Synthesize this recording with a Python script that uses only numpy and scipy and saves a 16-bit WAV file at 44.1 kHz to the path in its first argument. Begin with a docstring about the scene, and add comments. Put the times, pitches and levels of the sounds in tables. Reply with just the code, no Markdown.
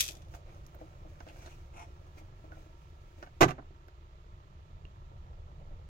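"""Dry pasta into a hot pot

The last pasta rattles out of a card box into hot water on a gas ring: brief impacts, filtered and ringing.
The box rustles and scuffs (dense random slips), the water plops and spits (decaying sines).
The box is set down with a sharp, chattering knock: impulses that crack and excite damped modes.
Filtered noise rumbles and hisses throughout; two microphone ports a hand apart hear it all in a small kitchen."""
import sys
import numpy as np
from scipy import signal
from scipy.fft import rfft, irfft, next_fast_len
from scipy.io import wavfile

SR = 44100
rng = np.random.default_rng(int(sys.argv[2]) if len(sys.argv) > 2 else 0)


def inscribe(sig):
    """Save sig as 16-bit PCM at rate SR to the path in sys.argv[1].

    A 1-D sig is mono; a 2-D sig holds one channel per row.
    Samples are clipped to [-1, 1] before scaling.
    """
    pcm = np.round(np.clip(np.atleast_2d(sig).T, -1, 1) * 32767)
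    wavfile.write(sys.argv[1], SR, pcm.astype(np.int16))


N = 259731
TIME = np.arange(N) / SR
SIZE = next_fast_len(N + SR)   # padded transform length

# Levels are relative: each is set before softening, panning and the mix.
# clumps of pasta striking the mouth of the box: (t/s, level/dB, contact brightness f/Hz)
PASTA_STRIKES = [(0.0005, -20, 5000), (0.0048, -20, 15000), (0.0068, -14.5, 18000), (0.0142, -26, 12000),
                 (0.026, -27.5, 14000), (0.037, -30.5, 16000), (0.041, -29, 9000), (0.053, -32, 9000),
                 (0.063, -34.5, 12000), (0.07, -36, 8000), (0.0796, -31, 12500), (0.0872, -27, 9100),
                 (0.096, -45, 4500), (0.102, -43, 4500), (0.109, -39.5, 12000), (0.118, -42, 9000),
                 (0.13, -50, 18000), (0.152, -47, 9000), (0.169, -49.5, 10000), (0.22, -50.5, 6500),
                 (0.248, -61, 8100), (0.284, -63, 14100)]
# spectrum of pasta against card: (f/Hz, level/dB)
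PASTA_SPECTRUM = [(500, -26.5), (950, -24.5), (1250, -13.5), (1850, -8.5), (2150, -8), (2480, 1.5),
                  (2900, -5), (3400, 5.5), (4200, -3), (4800, -0.5), (5500, -0.5), (6200, 4), (7200, -5),
                  (8000, -0.5), (8700, -8.5), (12500, -1), (15500, -9.5)]
# the box landing, rocking and coming to rest on the counter: (t/s, level/dB, contact brightness f/Hz)
BOX_KNOCKS = [(3.4074, -20.5, 19400), (3.4102, -13.5, 17000), (3.4137, -10.5, 12000), (3.4183, -13, 9000),
              (3.4227, -9.5, 5900), (3.4289, -13, 9000), (3.4312, -13, 5000), (3.4332, -14, 9050),
              (3.4371, -19, 3000), (3.4432, -20, 9000), (3.4513, -24.5, 1494), (3.459, -12, 251),
              (3.4807, -36, 16000), (3.4829, -30, 4000), (3.4853, -30.5, 7000), (3.4903, -30, 9000),
              (3.4977, -35, 4000), (3.502, -37, 14000), (3.5072, -32.5, 12000), (3.5116, -33.5, 3970),
              (3.5166, -38.5, 2470), (3.5982, -44, 600), (3.624, -46, 700), (3.7072, -46.5, 520)]
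# spectrum of the card cracking against the counter: (f/Hz, level/dB)
CRACK_SPECTRUM = [(25, -25), (60, -11), (120, -7.5), (195, -9), (250, -5.5), (370, 3), (520, -8.5),
                  (720, -0.5), (900, -6.5), (1150, -5.5), (1850, -10), (2750, -15), (3150, -18),
                  (3700, -17.5), (4800, -23), (6300, -17), (7500, -24.5), (8700, -31), (12000, -28.5),
                  (14000, -25.5), (15500, -24.5)]
# box and counter ringing together: (f/Hz, level/dB, t60/s)
BOX_COUNTER_MODES = [(133.2, -19, 0.21), (160, -11, 0.15), (256.6, -22.5, 0.27), (348, -18.5, 0.13),
                     (380.5, -20, 0.18), (527, -28, 0.18), (645, -33, 0.3), (741, -9.5, 0.05),
                     (1074, -19.5, 0.06), (1184, -9.5, 0.052), (1536, -14, 0.068), (1996, -19.5, 0.05),
                     (2470, -23, 0.037), (2720, -17, 0.049)]
# the larger bubbles bursting in the pot: (t/s, level/dB, f/Hz)
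LARGE_PLOPS = [(0.098, -45, 396), (0.166, -46, 254), (0.8135, -35, 534), (1.0498, -43.5, 590),
               (1.101, -54, 320), (1.267, -40.5, 536), (2.170, -47.5, 320), (2.214, -49, 322),
               (2.440, -43.5, 335), (2.518, -44, 676), (2.5709, -44.5, 700), (2.661, -51, 325),
               (3.179, -48.5, 292)]
# air in the pot, sounded by bursts: (f/Hz, level/dB, t60/s)
POT_AIR_MODES = [(318.3, -12.5, 0.22), (500, -5, 0.0087), (649, -2, 0.03), (800, -23, 0.013),
                 (1520, -49, 0.034), (2240, -35, 0.014)]
# drops spitting and hot metal ticking: (t/s, level/dB, f/Hz, t60/s)
SPIT_TICKS = [(0.548, -56, 6360, 0.0054), (0.665, -44.5, 6100, 0.003), (0.6684, -46.5, 12400, 0.0016),
              (0.7485, -50, 14760, .007), (2.52, -52, 1465, 0.15), (3.8807, -55.5, 12450, 0.0019),
              (4.8520, -46, 2790, 0.014), (4.8529, -52, 1185, 0.011), (4.8517, -49, 410, 0.019)]
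# the box slipping in the hand:
# (peak t/s, rise/s, fall/s, level/dB, treble level/dB, rasp of the flap level/dB)
HAND_SLIPS = [(0.348, 0.018, 0.006, -66.5, 7.5, -23), (0.48, 0.023, 0.031, -68.5, -29.5, -25),
              (0.80, 0.029, 0.048, -72, -3, -21), (1.42, 0.15, 0.092, -67, 0, -9),
              (2.179, 0.0063, 0.006, -68, 5.5, -4.5), (2.535, 0.0071, 0.08, -78, 2.5, -4),
              (3.235, 0.048, 0.011, -66, -3.5, -15)]
# spectrum of card under the fingers: (f/Hz, level/dB)
RUSTLE_SPECTRUM = [(130, -37), (250, 2), (330, 4.5), (500, -3.5), (720, -1), (1000, -16), (1400, -5.5),
                   (1750, -14.5), (2300, -6.5), (3200, -15), (5000, -17), (6300, -13), (8500, -25),
                   (15500, -23)]
# the gas ring and pot: (t/s, rumble level/dB, simmer level/dB)
BURNER_LEVELS = [(0.0, -51, -61), (2.29, -51.5, -60.5), (2.95, -54, -63), (3.49, -53, -64.5),
                 (3.82, -55, -62.5), (5.53, -48.5, -61.5), (5.89, -49.5, -63)]
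# spectra of flame, simmer and gas: (f/Hz, level/dB)
RUMBLE_SPECTRUM = [(12, -29.5), (20, 2.5), (48, -4), (70, 0.5), (85, -1), (108, -9), (146, -9.5),
                   (201, -22.5), (260, -42), (340, -77.5), (570, -120)]
SIMMER_SPECTRUM = [(140, -40), (230, -10), (350, 9), (480, 0.5), (650, -1.5), (850, 2.5), (1050, 5.5),
                   (1300, 5), (1700, -13.5), (2400, -22), (4400, -43)]
HISS_SPECTRUM = [(1000, -20.5), (1800, -2), (2500, -4), (3800, -6.5), (5000, -12.5), (7000, -14),
                 (8400, -26.5), (11000, -28), (15500, -26)]
# reverberation time of the kitchen: (f/Hz, t60/s)
ROOM_DECAY = [(100, 0.28), (500, 0.28), (2000, 0.13), (4000, 1), (14000, 0.073)]
# fingers and loose pasta tapping the card: (t/s, level/dB, contact brightness f/Hz)
CARD_TAPS = [(0.339, -42, 5000), (0.349, -43.5, 9000), (0.358, -50, 5000), (0.49, -56, 4000),
             (0.745, -47, 4000), (1.2038, -39.5, 9040), (1.207, -43.5, 5000), (1.2675, -47, 5000),
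             (1.276, -48, 7000), (1.298, -47, 5000), (1.360, -48, 7000), (1.420, -48, 14000),
             (1.447, -52, 10000), (1.461, -42, 14000), (1.4722, -42, 6500), (1.478, -45, 5000),
             (2.1712, -51, 9500), (2.519, -45.5, 5006), (3.2268, -35, 6500), (3.235, -38.5, 4000),
             (3.2634, -44, 3500), (3.272, -45, 4000), (3.5812, -37.5, 1500), (3.5862, -32.5, 980),
             (3.594, -34, 905), (3.8835, -46.5, 6000)]
# spectrum of a tap: (f/Hz, level/dB)
TAP_SPECTRUM = [(120, -20.5), (300, 2.5), (500, -6.5), (680, 7.5), (950, -4.5), (1400, -0.5), (1800, -4.5),
                (2300, -19), (2800, -11.5), (3300, -20.5), (6300, -15.5), (8500, -37), (15500, -37)]
# modes of the tapped card: (f/Hz, level/dB, t60/s)
CARD_MODES = [(660, -29, 0.075), (1500, -11, 0.026), (2200, -26, 0.037)]
# resonances that the simmer keeps sounding: (f/Hz, level/dB, t60/s)
SIMMER_MODES = [(351.3, -8, 0.31), (615.6, 0.5, 0.041), (1220, -10.5, 0.08)]
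# the card scuffing past a hand or the counter:
# (start t/s, length/s, level/dB, hollow of the box level/dB, airy treble level/dB, flap f/Hz)
SCUFF_STROKES = [(0.32, 0.045, -75, 15, -11, 2130), (1.264, 0.034, -62, -5, -22, 2430),
                 (1.392, 0.055, -73, 7, 4, 2530), (1.449, 0.019, -62.5, -17, -2, 4070),
                 (1.487, 0.05, -66.5, -9, -7, 2620), (1.725, 0.13, -60.5, 7.5, -8, 2450)]
# the hollow of the box: (f/Hz, level/dB, t60/s)
BOX_AIR_MODES = [(313, -7.5, 0.03), (692, -2.5, 0.045), (927, -2.5, 0.031), (1370, -8.5, 0.033)]
# the water coming back to the boil: (t/s, level/dB)
BOIL_LEVELS = [(0.0, -66), (2.4, -78.5), (4.2, -80), (4.9, -75.5), (5.3, -69.5), (5.45, -73.5), (5.67, -66),
               (5.89, -74)]
# the gas jet's faint whistles: (f/Hz, level/dB)
WHISTLE_TONES = [(930, -7), (1342, -7), (1690, -12.5)]
# their common level: (t/s, level/dB)
WHISTLE_LEVELS = [(0.0, -82.5), (2.0, -74.5), (2.8, -73.5), (4.0, -78.5), (5.89, -77)]

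PORT_LAG_S, CUTOFF_HZ = .00044, 16000
EARLY_T60_S, LATE_DB = 0.1, -18.5   # near walls answer at once; the rest of the room lingers faintly
TAIL_T60_S, TAIL_TOP_HZ = .27, 3500   # what lingers after a contact is dull
SLIDE_DB, SLIDE_FADE_DB_PER_S = -35, 211.5   # the stream of pasta thins out as the box empties
SMALL_PLOPS_PER_S, SMALL_PLOP_DB, CALM_S = 7, -56, 2.7   # small ones stop once the water has calmed
GRIP_DB, GRIP_WAVER_DB = -79.5, 2   # the card creaks faintly for as long as it is held
FLAP_HZ, FLAP_T60_S = 2280, 0.0061   # the open flap rasps at its own pitch
SCUFF_ATTACK, SCUFF_RELEASE = 0.53, 0.25   # shares of a scuff's length
SCUFF_SAG_OCTAVES_PER_S, SCUFF_AIR_HZ = 1.4, 6100   # the rasp sinks as the stroke goes on
HISS_DB = -74.5   # the gas flows steadily
BOIL_HZ, BOIL_T60_S = 582, 0.099   # the pot rings with the boil


def from_db(db):
    """Logarithmic level: 20 dB is a tenfold amplitude."""
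    return 10 ** (np.asarray(db) / 20)


def rms_one(x):
    """Normalization to unit mean-square power."""
    return x / np.sqrt(np.mean(x ** 2) + 1e-20)


def in_time(rows):
    """Linear interpolation in time, one curve per column."""
    s, *columns = np.transpose(rows)
    return [np.interp(TIME, s, c) for c in columns]


def at_hz(points, hz):
    """Linear interpolation on a logarithmic frequency axis."""
    f, value = np.transpose(points)
    return np.interp(np.log(np.maximum(hz, 1)), np.log(f), value)


def drift(rate):
    """Slow random modulation: unit-variance Gaussian knots, rate per second, joined by lines."""
    knots = rng.standard_normal(int(N / SR * rate) + 2)
    return np.interp(TIME * rate, np.arange(len(knots)), knots)


def click(s, db):
    """Impulse excitation at time s."""
    out = np.zeros(N)
    out[int(np.clip(s * SR, 0, N - 1))] = from_db(db)
    return out


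def grains(per_s, spread_db):
    """Random impulse train: tiny contacts of uneven size and either sign."""
    sizes = from_db(spread_db * np.minimum(rng.exponential(1, N), 4))
    signs = rng.choice([-1, 1], N)
    return sizes * signs * (rng.random(N) < per_s / SR)


def ring(x, hz, t60):
    """Damped resonator: a unit impulse starts a decaying sine of initial height 1."""
    radius, w = from_db(-60 / (t60 * SR)), 2 * np.pi * hz / SR
    return signal.lfilter([0, np.sin(w)], [1, -2 * radius * np.cos(w), radius * radius], x + 1e-18)


def modes(x, rows, alternate=False):
    """Modal superposition: parallel resonators, with alternating polarity if asked."""
    flip = -1 if alternate else 1
    return sum(from_db(db) * ring(x, hz, t60) * flip ** k for k, (hz, db, t60) in enumerate(rows))


def coloured(x, spectrum):
    """Minimum-phase filtering by the folded cepstrum; its impulse response has peak 1."""
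    size = 8192
    log_gain = np.log(from_db(at_hz(spectrum, np.arange(size // 2 + 1) * SR / size)))
    cepstrum = irfft(log_gain)
    cepstrum[1:size // 2] *= 2
    response = irfft(np.exp(rfft(cepstrum[:size // 2], size)))
    response = response / np.abs(response).max()
    return irfft(rfft(x, SIZE) * rfft(response, SIZE), SIZE)[..., :N]


def softened(x, bright_hz):
    """Contact time as a low-pass filter: a softer contact spreads the push."""
    return signal.lfilter(*signal.butter(2, min(bright_hz, .45 * SR), fs=SR), x + 1e-18)


def diffuse(length):
    """Diffuse-field coherence: the ports agree in the bass and are unrelated in the treble."""
    mid, side = rfft(rng.standard_normal((2, length)))
    alike = np.sinc(2 * PORT_LAG_S * np.arange(len(mid)) * SR / length)
    return irfft(np.sqrt(1 + alike) * mid + np.sqrt(1 - alike) * side * [[1], [-1]], length)


def at_ports(x):
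    """Propagation delay: direct sound reaches the left port first."""
    return np.array([x, np.append(np.zeros(round(PORT_LAG_S * SR)), x)[:len(x)]])


def panned(both, pan_db):
    """Diffraction: left exceeds right by pan_db in the treble; bass bends round to both alike."""
    bass = signal.lfilter(*signal.butter(1, 250, fs=SR), both + 1e-18)
    return bass + (both - bass) * from_db(np.array([[.5], [-.5]]) * pan_db)


def steady(x, spectrum, room_db, pan_db):
    """Steady-state room field: unit-power sound plus a smooth diffuse wash, coloured and normalized."""
    field = at_ports(rms_one(x)) + from_db(room_db) * diffuse(N)
    return panned(rms_one(coloured(field, spectrum)), pan_db)


def kitchen(x, room_db, pan_db):
    """Reverberation: direct sound, then band-wise two-stage decay of a diffuse field."""
    t = TIME[:SR // 2]
    field, tail = rfft(diffuse(len(t))), 0
    hz = np.arange(field.shape[1]) * SR / len(t)
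    edges = np.append(0, np.geomspace(200, SR / 2, 16))
    early = np.exp(-np.log(1000) * t / EARLY_T60_S)
    for low, high in zip(edges, edges[1:]):
        late = np.exp(-np.log(1000) * t / at_hz(ROOM_DECAY, (low + high) / 2))
        band = irfft(field * ((hz >= low) & (hz < high)), len(t))
        tail = tail + band * (early + from_db(LATE_DB) * late)
    tail = rms_one(tail * (t > .002)) / np.sqrt(len(t))
    reflections = signal.fftconvolve(x[None], tail)[:, :N]
    return panned(at_ports(x) + from_db(room_db) * reflections, pan_db)


def dying(noise, t60_s):
    """Exponential decay of noise, scaled to unit energy per channel on average."""
    out = noise * from_db(-60 * TIME[:noise.shape[-1]] / t60_s)
    return rms_one(out) / np.sqrt(noise.shape[-1])


def contacts(rows, colour, shake_db, shake_t60_s, walls_db, walls_t60_s, tail_db, pan_db, walls_pan_db):
    """Impact excitation: a push and a shiver of loose pieces, with fresh wall reflections each time."""
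    length = SR // 3
    out, rattle = np.zeros((2, N + length)), grains(per_s=6000, spread_db=1.5)[:length]
    for s, db, bright_hz in rows:
        push = np.append(1, np.zeros(length - 1))
        direct = push + from_db(shake_db) * dying(rng.permutation(rattle), shake_t60_s)
        tail = signal.lfilter(*signal.butter(1, TAIL_TOP_HZ, fs=SR), dying(diffuse(length), TAIL_T60_S))
        walls = from_db(walls_db) * dying(diffuse(length), walls_t60_s) + from_db(tail_db) * tail
        both = panned(at_ports(direct), pan_db) + panned(walls, walls_pan_db)
        start = max(int(s * SR), 0)
        out[:, start:start + length] += from_db(db) * softened(both, bright_hz)
    return coloured(out, colour)


def pushes(rows):
    """Impulse superposition: one softened push per contact."""
    return sum(softened(click(s, db), bright_hz) for s, db, bright_hz in rows)


def pasta(own_ring_db=-17.0, own_t60_s=0.0058):
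    """Impact and free vibration: pieces click on each other and the card, each clump ringing briefly."""
    stream = steady(grains(per_s=830, spread_db=4.0), PASTA_SPECTRUM, room_db=2.5, pan_db=-3.0)
    slide = from_db(SLIDE_DB - SLIDE_FADE_DB_PER_S * TIME) * stream
    strikes = contacts(PASTA_STRIKES, PASTA_SPECTRUM, shake_db=9.5, shake_t60_s=0.018, walls_db=12.5,
                       walls_t60_s=0.06, tail_db=0.5, pan_db=3.0, walls_pan_db=3.5)
    # three random pitches for each clump
    pitches = np.exp(rng.uniform(np.log(2800), np.log(8500), (len(PASTA_STRIKES), 3)))
    rings = sum(ring(click(s, db + own_ring_db), hz, own_t60_s)
                for (s, db, _), own in zip(PASTA_STRIKES, pitches) for hz in own)
    return slide + strikes + at_ports(rings)


def burner(cycles=10.0, bubble_db=-7.0, pot_db=-7.0):
    """Broadband noise and resonance: flame rumbles, simmer sounds the pot, gas hisses on the right."""
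    rumble_db, simmer_db = in_time(BURNER_LEVELS)
    flame = steady(rng.standard_normal(N), RUMBLE_SPECTRUM, room_db=3.5, pan_db=-6.5)
    flame = flame * from_db(0.9 * drift(rate=12.0))
    simmer = steady(grains(per_s=210, spread_db=-1.5), SIMMER_SPECTRUM, room_db=-11.5, pan_db=-2.5)
    bubbles = rms_one(sum(ring(grains(per_s=1.2, spread_db=-1.0), hz, cycles / hz)
                          for hz in np.geomspace(320, 1500, num=12)))
    hollow = rms_one(modes(grains(per_s=1600, spread_db=1.0), SIMMER_MODES))
    simmer = simmer + panned(at_ports(from_db(bubble_db) * bubbles), pan_db=2.0)
    simmer = simmer + from_db(pot_db) * hollow   # the mouth of the pot lies straight ahead
    hiss = steady(grains(per_s=8020, spread_db=-0.5), HISS_SPECTRUM, room_db=13.0, pan_db=-11.5)
    return from_db(rumble_db + 1.5) * flame + from_db(simmer_db - 4.0) * simmer + from_db(HISS_DB) * hiss


def boil(cycles=12.0, pot_db=-7.0, surge_db=2.0):
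    """Bubble resonance: bubbles of nine pitches surge as the water heats, and drive a mode of the pot."""
    pitches = np.geomspace(480, 950, num=9)
    bursts = [grains(per_s=22.0, spread_db=1.5) for _ in pitches]
    bubbles = rms_one(sum(ring(burst, hz, cycles / hz) for burst, hz in zip(bursts, pitches)))
    pot = rms_one(ring(sum(bursts), BOIL_HZ, BOIL_T60_S))
    level = from_db(in_time(BOIL_LEVELS)[0] + surge_db * drift(rate=15.0))
    return panned(at_ports(level * (bubbles + from_db(pot_db) * pot)), pan_db=-8.5)


def whistles(wander_hz=7.0, waver_db=3.0):
    """Frequency and amplitude modulation: thin tones in the gas flow wander in pitch and level."""
    tones = 0
    for hz, db in WHISTLE_TONES:
        level = from_db(db + waver_db * drift(rate=12.0))
        phase = 2 * np.pi * np.cumsum(hz + wander_hz * drift(rate=74.0)) / SR
        tones = tones + level * rms_one(np.sin(phase))
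    return from_db(in_time(WHISTLE_LEVELS)[0]) * tones


def rustle(card_db=1.0, catch_db=1.0):
    """Stick-slip friction: dense slips of card under the fingers swell, catch and die away."""
    slips = rms_one(coloured(grains(per_s=11000, spread_db=10.5), RUSTLE_SPECTRUM))
    dull = signal.sosfiltfilt(signal.butter(2, 3200, fs=SR, output="sos"), slips)
    flap = rms_one(ring(grains(per_s=1100, spread_db=4.5), FLAP_HZ, FLAP_T60_S))
    held = TIME < BOX_KNOCKS[0][0]
    out = from_db(GRIP_DB + GRIP_WAVER_DB * drift(rate=16.0)) * slips * held
    for s, rise_s, fall_s, db, treble_db, flap_db in HAND_SLIPS:
        swell = np.exp(-np.clip(np.maximum((s - TIME) / rise_s, (TIME - s) / fall_s), 0, 20))
        card = dull + from_db(treble_db) * (slips - dull) + from_db(flap_db) * flap
        out = out + from_db(db) * swell * card
    return kitchen(from_db(card_db + catch_db * drift(rate=570.0)) * out, room_db=5.5, pan_db=-1.0)


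def plops(cycles=23.0, bubble_db=-10.0):
    """Bubble and cavity resonance: a bubble rings a few cycles; its burst sounds the air in the pot."""
    bubbles = sum(ring(click(s, db), hz, cycles / hz) for s, db, hz in LARGE_PLOPS)
    small = from_db(SMALL_PLOP_DB) * grains(per_s=SMALL_PLOPS_PER_S, spread_db=1.0) * (TIME < CALM_S)
    bursts = small + sum(click(s, db) for s, db, _ in LARGE_PLOPS)
    air = modes(bursts, POT_AIR_MODES, alternate=True)
    return kitchen(from_db(bubble_db) * bubbles + air, room_db=-3.5, pan_db=1.5)


def scuffs(flap_t60_s=0.0042, air_t60_s=0.003, catch_db=3.0):
    """Stick-slip friction: each stroke sounds the box's hollow, its flap and an airy rasp."""
    out = np.zeros(N)
    slips = grains(per_s=3500, spread_db=4.0) * from_db(catch_db * drift(rate=160.0))
    for s, length_s, db, hollow_db, air_db, flap_hz in SCUFF_STROKES:
        start, t = int(s * SR), TIME[:int(length_s * SR)]
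        rub, u = slips[start:start + len(t)], t / length_s
        hollow = rms_one(modes(rub, BOX_AIR_MODES, alternate=True))
        # differentiation favours the treble
        flap = rms_one(np.gradient(ring(rub, flap_hz, flap_t60_s)))
        air = rms_one(np.gradient(ring(rub, SCUFF_AIR_HZ, air_t60_s)))
        rasp = flap + from_db(air_db) * air
        # reading ever more slowly lowers the pitch
        rasp = np.interp(np.cumsum(2 ** (-SCUFF_SAG_OCTAVES_PER_S * t)) / SR, t, rasp)
        swell = np.clip(np.minimum(u / SCUFF_ATTACK, (1 - u) / SCUFF_RELEASE), 0, 1) ** 0.75
        out[start:start + len(t)] += from_db(db) * swell * (rasp + from_db(hollow_db) * hollow)
    return kitchen(out, room_db=1.0, pan_db=0.5)


def taps():
    """Impact excitation of a light plate: touches on the card, which rings briefly."""
    touch = contacts(CARD_TAPS, TAP_SPECTRUM, shake_db=1.0, shake_t60_s=0.045, walls_db=-3.5,
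                     walls_t60_s=0.091, tail_db=-18.0, pan_db=-8.0, walls_pan_db=9.0)
    card = modes(pushes(CARD_TAPS), CARD_MODES, alternate=True)
    return touch + panned(at_ports(card), pan_db=-17.0)


def spits():
    """Free damped vibration: small ticks, each ringing at one pitch."""
    ticks = sum(ring(click(s, db), hz, t60) for s, db, hz, t60 in SPIT_TICKS)
    return kitchen(ticks, room_db=-12.0, pan_db=-8.5)


def knock(ring_db=-2.5):
    """Modal excitation by impact: contacts crack the card, shake the pasta left and ring box and counter."""
    crack = contacts(BOX_KNOCKS, CRACK_SPECTRUM, shake_db=2.5, shake_t60_s=0.027, walls_db=6.5,
                     walls_t60_s=0.067, tail_db=-7.5, pan_db=-9.0, walls_pan_db=-2.0)
    # the crack carries nothing below about 50 Hz
    crack = signal.lfilter(*signal.butter(2, 50, "high", fs=SR), crack)
    body = modes(pushes(BOX_KNOCKS), BOX_COUNTER_MODES)
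    return crack + from_db(ring_db) * panned(at_ports(body), pan_db=-11.5)


def scene():
    """Linear superposition of every source at the stove."""
    gas_and_water = burner() + boil() + whistles() + plops() + spits()
    box = pasta() + rustle() + scuffs() + taps() + knock()
    return gas_and_water + box


def record(dry):
    """Saturation and band limiting: the highest peaks are rounded and the top is cut steeply."""
    top = from_db(10.5)
    rounded = top * np.tanh(dry / top)
    return signal.sosfilt(signal.ellip(12, .1, 80, CUTOFF_HZ, fs=SR, output="sos"), rounded)


dry = scene()
out = record(dry)
inscribe(out)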